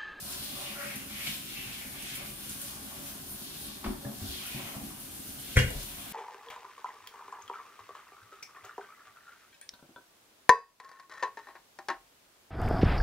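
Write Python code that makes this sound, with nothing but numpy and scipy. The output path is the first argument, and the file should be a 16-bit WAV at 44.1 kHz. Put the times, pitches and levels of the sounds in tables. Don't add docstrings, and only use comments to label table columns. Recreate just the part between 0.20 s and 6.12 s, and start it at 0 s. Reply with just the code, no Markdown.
import sys
import numpy as np
from scipy import signal
from scipy.io import wavfile
from scipy.ndimage import uniform_filter1d

SR = 44100
rng = np.random.default_rng(int(sys.argv[2]) if len(sys.argv) > 2 else 0)


def bounce(signal):
    frames = np.transpose(np.atleast_2d(signal))
    limited = np.clip(frames, -1, 1)
    pcm = np.round(limited * 32767).astype(np.int16)
    wavfile.write(sys.argv[1], SR, pcm)


def undo_db(level):
    steps = np.asarray(level, float) / 20
    return 10 ** steps


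N = 261292

LEFT_DB, LEFT_BASS_DB = 1.3, 2.2
RIGHT_LAG_S = -.0001
STALL_T60_S, SHARED_BELOW_HZ = .34, 215


def rms_one(x):
    return x / np.sqrt(np.mean(x ** 2) + 1e-20)


def in_time(rows):
    s, *columns = np.transpose(rows)
    return [np.interp(np.arange(N) / SR, s, c) for c in columns]


def swells(rows):
    s, half_s = np.array(rows)[:, :2].T[..., None]
    t = np.arange(0, N, 32) / SR
    return np.cos(np.pi / 2 * np.clip((t - s) / half_s, -1, 1)) ** 2


def summed(rows, column):
    total = np.asarray(column) @ swells(rows)
    return np.interp(np.arange(N) / 32, np.arange(len(total)), total)


def drift(rate_hz):
    r = np.exp(-80 * np.pi * rate_hz / SR)
    noise = rng.standard_normal(N // 40 + 2002)
    slow = signal.lfilter([1], [1, -2 * r, r * r], noise)[2000:]
    return np.interp(np.arange(N) / 40, np.arange(len(slow)), rms_one(slow))


def resonate(x, hz, width_hz):
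    r = np.exp(-np.pi * width_hz / SR)
    poles = [1, -2 * r * np.cos(2 * np.pi * hz / SR), r * r]
    return signal.lfilter([(1 - r * r) / 2, 0, (r * r - 1) / 2], poles, x + 1e-18)


def body(x, modes):
    out = 0
    for k, (hz, width_hz, db) in enumerate(modes):
        out = out + (-1) ** k * undo_db(db) * resonate(x, hz, width_hz)
    return out


def ring(clicks, hz, t60):
    r, w = undo_db(-60 / (t60 * SR)), 2 * np.pi * hz / SR
    return signal.lfilter([0, np.sin(w)], [1, -2 * r * np.cos(w), r * r], clicks + 1e-18)


def soften(x, cut_hz):
    r = np.exp(-2 * np.pi * cut_hz / SR)
    return signal.lfilter([(1 - r) ** 2], [1, -2 * r, r * r], x)


def droplets(per_s, spread_db, channels=1):
    size_db = spread_db * np.minimum(rng.exponential(1, (channels, N)), 5)
    sizes = undo_db(size_db) * rng.choice([-1, 1], (channels, N))
    return rms_one(sizes * (rng.random((channels, N)) < per_s / SR))


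def burst(s, length_s, rise_s):
    t = np.arange(8000) / SR
    envelope = (1 - np.exp(-t / rise_s)) * np.exp(-t / length_s)
    return round(s * SR), rng.standard_normal(len(t)) * envelope


def add(track, at, sound):
    track[at:at + len(sound)] += sound[:N - at]


def echoes(x):
    t = np.arange(SR // 2) / SR
    tail = rng.standard_normal((2, len(t))) * undo_db(-60 * t / STALL_T60_S) * (t > .002)
    tail = signal.sosfilt(signal.butter(5, SHARED_BELOW_HZ, "high", fs=SR, output="sos"), tail)
    tail /= np.sqrt(np.sum(tail ** 2, axis=1, keepdims=True))
    return signal.fftconvolve(x[None], tail, axes=1)[:, :N]


def stall(x, wet_db, place=0):
    bass = signal.sosfilt(signal.butter(4, SHARED_BELOW_HZ, fs=SR, output="sos"), x)
    bass = bass * undo_db(np.array([[LEFT_BASS_DB - LEFT_DB], [LEFT_DB - LEFT_BASS_DB]]) / 2)
    treble = signal.sosfilt(signal.butter(4, SHARED_BELOW_HZ, "high", fs=SR, output="sos"), x)
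    treble = np.array([treble, np.roll(treble, round(RIGHT_LAG_S * SR))])
    wet = echoes(x * np.cos(place))
    if np.any(place):
        wet = wet + echoes(x * np.sin(place))
    return bass + (treble + undo_db(wet_db) * wet) / np.sqrt(1 + undo_db(2 * wet_db))


# pitch_hz, width_hz, level_db
TRAY_MODES = [(38, 8.9, 0.5), (70, 13, 1.5), (135, 45, 0.5), (209.1, 13.4, 2.5), (275.7, 39.5, 1),
              (207, 17, -9), (364, 8, -4.5)]


def drumming():
    level_db = -55 + 4.0 + 1.0 * drift(25.0)
    return rms_one(body(droplets(900, spread_db=3.0)[0], TRAY_MODES)) * undo_db(level_db)


# pitch_hz, width_hz, level_db
FILM_MODES = [(378.5, 8.4, 0), (504, 64, -19), (746, 150, -4.5), (952, 21, 0), (1075, 290, -7)]
# peak_s, half_length_s, gurgle_lift_db, drain_lift_db
GUSHES = [(0.18, 0.3, 3.5, 6.5), (0.422, 0.15, 11.5, 16), (0.633, 0.2, 7, 21.5), (0.827, 0.03, 7, 12),
          (1.004, 0.032, -2, 18), (2.003, 0.056, 5.5, 15), (2.44, 0.087, 2, 9), (2.742, 0.33, 3.5, 8),
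          (3.855, 0.097, 1, 15), (4.224, 0.037, 9.5, -13), (4.44, 0.22, 9, 5), (5.805, 0.23, 6, -4.5)]
GURGLE_DB, DRAIN_DB = -60.5, -70.5


def runoff():
    gurgle_lift_db, drain_lift_db = np.array(GUSHES)[:, 2:].T
    gurgle_db = GURGLE_DB + summed(GUSHES, gurgle_lift_db) + 3.5 + 1.2 * drift(9.6)
    drain_db = DRAIN_DB + summed(GUSHES, drain_lift_db) + 1.5
    gurgle = rms_one(body(droplets(1200, spread_db=4.0)[0], FILM_MODES)) * undo_db(gurgle_db)
    drain = resonate(resonate(droplets(800, spread_db=5.5)[0], 582, 17), 553, 8.7)
    drain = drain / np.sqrt(uniform_filter1d(drain ** 2, size=2500) + 1e-20)
    return gurgle, drain * undo_db(drain_db)


# start_s, length_s, level_db, pitch_hz
AIR_POCKETS = [(.41, 0.016, -39, 1120), (0.443, .04, -43, 2930), (0.549, 0.114, -41, 1417),
               (0.582, 0.06, -46, 1130), (.65, 0.042, -53, 2170), (.69, 0.047, -46, 2330),
               (.73, 0.15, -50, 2760), (1.06, 0.015, -51, 2410), (1.347, 0.077, -40.5, 2690),
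               (1.905, 0.13, -48, 2250), (3.845, 0.017, -43, 1740), (4.238, 0.059, -47, 1420)]


def pockets():
    out = np.zeros(N)
    for s, length_s, db, hz in AIR_POCKETS:
        breath = resonate(rng.standard_normal(8000), hz, 0.079 * hz)
        hum = rms_one(resonate(breath, hz, 0.079 * hz))
        t = np.arange(len(hum)) / SR
        envelope = np.sqrt(np.sin(np.pi * np.clip(t / length_s, 0, 1)).clip(0))
        add(out, round(s * SR), undo_db(db - 4.0) * hum * envelope)
    return out


# start_s, peak_db, centre_hz
FAT_DROPS = [(0.413, -30, 9200), (0.596, -35, 11500), (0.757, -24.5, 12200), (1.0415, -33, 9100),
             (1.6132, -56, 12300), (1.8228, -29.5, 10500), (1.9535, -29.5, 8700), (2.2932, -25.5, 8890),
             (2.415, -23.5, 9600), (4.265, -27, 9450), (4.8005, -30, 12500), (5.097, -46, 11900),
             (5.2, -31, 9600), (5.368, -29, 9700), (5.504, -27.5, 9500), (5.6291, -29, 11900)]


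def spats():
    out = np.zeros(N)
    for s, db, hz in FAT_DROPS:
        at, crack = burst(s, .0012, .0002)
        _, fizz = burst(s, 0.0075, 0.00031)
        add(out, at, undo_db(db - 0.5) * resonate(crack + 0.73 * fizz, hz, 0.73 * hz))
    return out


# start_s, pad_db, contact_s, claw_db, claw_hz
PAW_STEPS = [(1.07, -38.5, 0.0086, -35, 2610), (3.64, -28.5, 0.021, -36.5, 1110),
             (3.642, -60, 0.034, -51.5, 3000), (3.661, -19.5, 0.0047, -39, 950),
             (3.684, -28, 0.015, -48, 885), (3.707, -113, 0.051, -48, 785), (3.844, -32.5, 0.043, -46, 650),
             (3.922, -34.5, 0.008, -63, 690), (4.009, -38, 0.054, -64, 496),
             (4.099, -42.5, 0.0085, -62, 500), (4.337, -41, 0.11, -87, 704), (4.457, -45, 0.1, -78, 700),
             (4.546, -39, 0.026, -49, 700), (4.609, -37.5, 0.044, -60, 590),
             (5.502, -43, 0.031, -42.5, 490), (5.548, -56, 0.065, -52, 500)]
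# start_s, level_db, pitch_hz, t60_s
WEIGHT_SHIFTS = [(1.07, -40, 150, 0.44), (1.458, -42, 116, 0.21), (3.652, -32.5, 67, 0.2),
                 (3.659, -29, 36.8, 0.3), (3.851, -30, 130, 0.2), (4.014, -32.5, 95, .3),
                 (4.08, -35, 66.7, 0.27), (4.342, -33.5, 135, 0.37), (4.432, -40, 121, 0.22),
                 (4.559, -31.5, 132, 0.11), (4.617, -35, 70, 0.068), (5.505, -38, 45.3, 0.22),
                 (5.55, -32, 38, 0.38), (5.556, -30.5, 139, 0.14)]


def paws():
    pads, claws, bend = np.zeros((3, N))
    for s, pad_db, contact_s, claw_db, claw_hz in PAW_STEPS:
        at, shake = burst(s, contact_s, 0.00031)
        add(pads, at, undo_db(pad_db + 20) * shake)
        at, scratch = burst(s, contact_s * 0.77, 0.00023)
        scratch = resonate(scratch, claw_hz, 0.89 * claw_hz)
        add(claws, at, undo_db(claw_db + 19) * resonate(scratch, claw_hz, 0.89 * claw_hz))
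    for s, db, hz, t60 in WEIGHT_SHIFTS:
        add(bend, round(s * SR), undo_db(db) * ring(signal.unit_impulse(SR // 2), hz, t60))
    thud = body(pads, TRAY_MODES[3:]) + undo_db(-9) * body(pads, FILM_MODES[:3])
    return thud + claws + soften(bend, 170)


# start_s, panel_db, frame_db, way (push +1 or pull -1)
BLOWS = [
    (5.355, -22, -68, 1),
    (5.36, -37, -38, -1),
    (5.3665, -5.5, -22.5, 1),
    (5.387, -24.5, -29, 1),
    (5.41, -19, -63, 1),
    (5.441, -21.5, -44, 1),
    (5.476, -22, -43.5, 1),
]
# pitch_hz, level_db, t60_s
PANEL_MODES = [(38, -32, 0.46), (70.8, -19, 0.6), (95, 0.5, 0.069), (124.9, -2.5, 0.6), (163, -21, 0.3),
               (204, -15, 0.43), (283, -13, 0.102), (415, -7, 0.13), (496, 4, 0.095), (537, -4, 0.059)]
# pitch_hz, level_db, t60_s
FRAME_MODES = [(1553, -1, .04), (1621, -4, .03), (1815, -1, .025), (2015, 1, .03), (2237, 0, .03),
               (2347, -1, .03), (2495, 0, .025), (2880, 3, .035), (3250, 0, .025)]


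def knock():
    blows, chatter = np.zeros((2, N))
    for s, panel_db, frame_db, way in BLOWS:
        at, rattle = burst(s, .016, .0005)
        blows[at + round(.002 * SR)] = np.sign(way) * undo_db(panel_db - 5.5)
        add(chatter, at, undo_db(frame_db) * rattle)
    panel = sum(undo_db(db) * ring(blows, hz, t60) for hz, db, t60 in PANEL_MODES)
    modes = sum(undo_db(db - 21) * ring(chatter, hz, min(t60, .06)) for hz, db, t60 in FRAME_MODES)
    thin_metal = signal.butter(3, [1500, 3700], "band", fs=SR, output="sos")
    frame = signal.sosfilt(thin_metal, modes + undo_db(10) * chatter)
    frame = frame + undo_db(1.5) * resonate(chatter, 3400, 4000)
    frame = frame + undo_db(8) * resonate(chatter, 1000, 500)
    return soften(panel, 250), frame


# peak_s, half_length_s, splash_db, gap_coming_hz, gap_going_hz
FUR_PASSES = [(0.228, 0.33, -47.5, 4300, 3500), (0.452, 0.12, -45, 3220, 2750),
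              (0.664, 0.19, -43, 1950, 2360), (0.963, 0.13, -43.5, 2750, 2300),
              (1.085, 0.11, -39.5, 2720, 3300), (1.378, 0.26, -46, 3030, 3000),
              (1.578, 0.15, -50, 2560, 1970), (1.9, 0.27, -45.5, 2830, 2530),
              (2.26, 0.18, -56.5, 3120, 3000), (2.47, 0.061, -53, 3000, 3300),
              (2.737, 0.25, -63.5, 3120, 2600), (3.307, 0.2, -53, 3900, 3400),
              (3.49, 0.11, -53, 3700, 3600), (4.14, 0.2, -46, 3860, 2750), (4.36, 0.27, -47, 3040, 2550),
              (5.3, 0.18, -53, 3160, 3600), (5.683, 0.73, -55.5, 3100, 2450)]
FAR_SPLASH_DB = -58
GAP_SPREAD = .2


def splash():
    s, half_s, peak_db, coming_hz, going_hz = np.transpose(FUR_PASSES)
    level = undo_db(FAR_SPLASH_DB) + summed(FUR_PASSES, undo_db(peak_db))
    coming, going = zip(s - half_s / 2, coming_hz), zip(s + half_s / 2, going_hz)
    gap_hz, = in_time(sorted([*coming, *going]))
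    drops, out = droplets(5000, spread_db=3.5)[0], np.zeros(N)
    for hz in np.geomspace(1000, 5500, 12):
        near = np.exp(-(np.log(gap_hz / hz) / GAP_SPREAD) ** 2)
        patchy = undo_db(1.8 * drift(17))
        out += near * resonate(drops, hz, 0.21 * hz) / np.sqrt(hz) * patchy
    even = np.sqrt(uniform_filter1d(out ** 2, 6000) + 1e-20)
    return undo_db(1.5) * level * out / even


# pitch_hz, level_db (per Hz)
HISS_COLOUR = [(1500, 2), (2000, -6), (2600, -3), (3380, 0.5), (7900, 0), (9330, 1.5), (11500, 2.5),
               (15500, 0)]
# time_s, hiss_db
HEAD_AIM = [(0, -46), (.45, -49.5), (.68, -50.5), (.9, -53.5), (1.07, -47.5), (1.3, -50.5), (1.8, -51),
            (2.14, -52), (2.45, -48), (2.62, -52.5), (3.0, -51.5), (3.45, -52), (3.58, -54), (3.8, -55.5),
            (4.35, -48.5), (4.74, -53.5), (5.0, -51), (5.92, -51)]
# peak_s, half_length_s, mist_lift_db, spray_lift_db
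GLANCES = [(.14, 0.033, -1, 5), (0.77, 0.036, 1, -3), (1.083, 0.066, 1.5, 4), (1.902, 0.081, -1, 4.5),
           (1.966, 0.041, 5.5, 2), (2.267, 0.092, 1, 1.5), (2.892, .1, 4, 4), (3.114, .06, 4.5, -1),
           (3.444, 0.092, 3.5, 1), (4.054, 0.13, 0.7, 3), (4.28, 0.04, 1.5, -5), (4.654, 0.043, 2, 2.5),
           (4.834, 0.064, 3, 1.5), (5.396, 0.065, -5, 12), (5.607, 0.088, 1.5, 4)]
SPRAY_DB, SPRAY_FOLLOWS, MIST_DB = -53, 0.93, 0.96
TOGETHER_DB, OWN_DB = .65, .9


def jets():
    aim_db, = in_time(HEAD_AIM)
    mist_lift_db, spray_lift_db = np.array(GLANCES)[:, 2:].T
    mist_db = aim_db + MIST_DB + summed(GLANCES, mist_lift_db)
    spray_db = SPRAY_DB + SPRAY_FOLLOWS * (aim_db - aim_db.mean()) + summed(GLANCES, spray_lift_db)
    edges, together = 1370 * 2 ** np.arange(0, 4, 1 / 3), drift(9)
    drops = [droplets(14000, spread_db=2.0, channels=2) for k in range(2)]
    colour_hz, colour_db = np.transpose(HISS_COLOUR)
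    spray, mist = np.zeros((2, 2, N))
    for k, (low, high) in enumerate(zip(edges, edges[1:])):
        band = signal.sosfilt(signal.butter(3, [low, high], "band", fs=SR, output="sos"), drops[k % 2])
        level_db = np.interp(np.log(low * high) / 2, np.log(colour_hz), colour_db)
        layer = mist if low > 8000 else spray
        layer += band * undo_db(level_db + TOGETHER_DB * together + OWN_DB * drift(5.9))
    return undo_db(spray_db + 3.0) * rms_one(spray) + undo_db(mist_db + 4.5) * rms_one(mist)


def scene():
    gurgle, drain = runoff()
    tray = stall(paws() + drumming() + drain + pockets(), wet_db=1.0)
    panel, frame = knock()
    door = stall(panel, wet_db=3) + stall(frame, wet_db=-2)
    water = stall(splash() + gurgle, wet_db=6.5, place=2.43 * drift(0.59))
    return jets() + water + tray + door + stall(spats(), wet_db=1.0)


def roll_off(x):
    return signal.sosfilt(signal.butter(12, 16850, fs=SR, output="sos"), x)


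def record(dry):
    pair = dry * undo_db(np.array([[LEFT_DB], [-LEFT_DB]]) / 2)
    pair = signal.sosfilt(signal.butter(2, 22, "high", fs=SR, output="sos"), pair)
    pair = pair + 0.38 * resonate(pair, 9360, 790)
    pair = signal.sosfilt(signal.ellip(14, .5, 90, 15600, fs=SR, output="sos"), pair)
    return roll_off(pair)


dry = scene()
out = record(dry)
bounce(out)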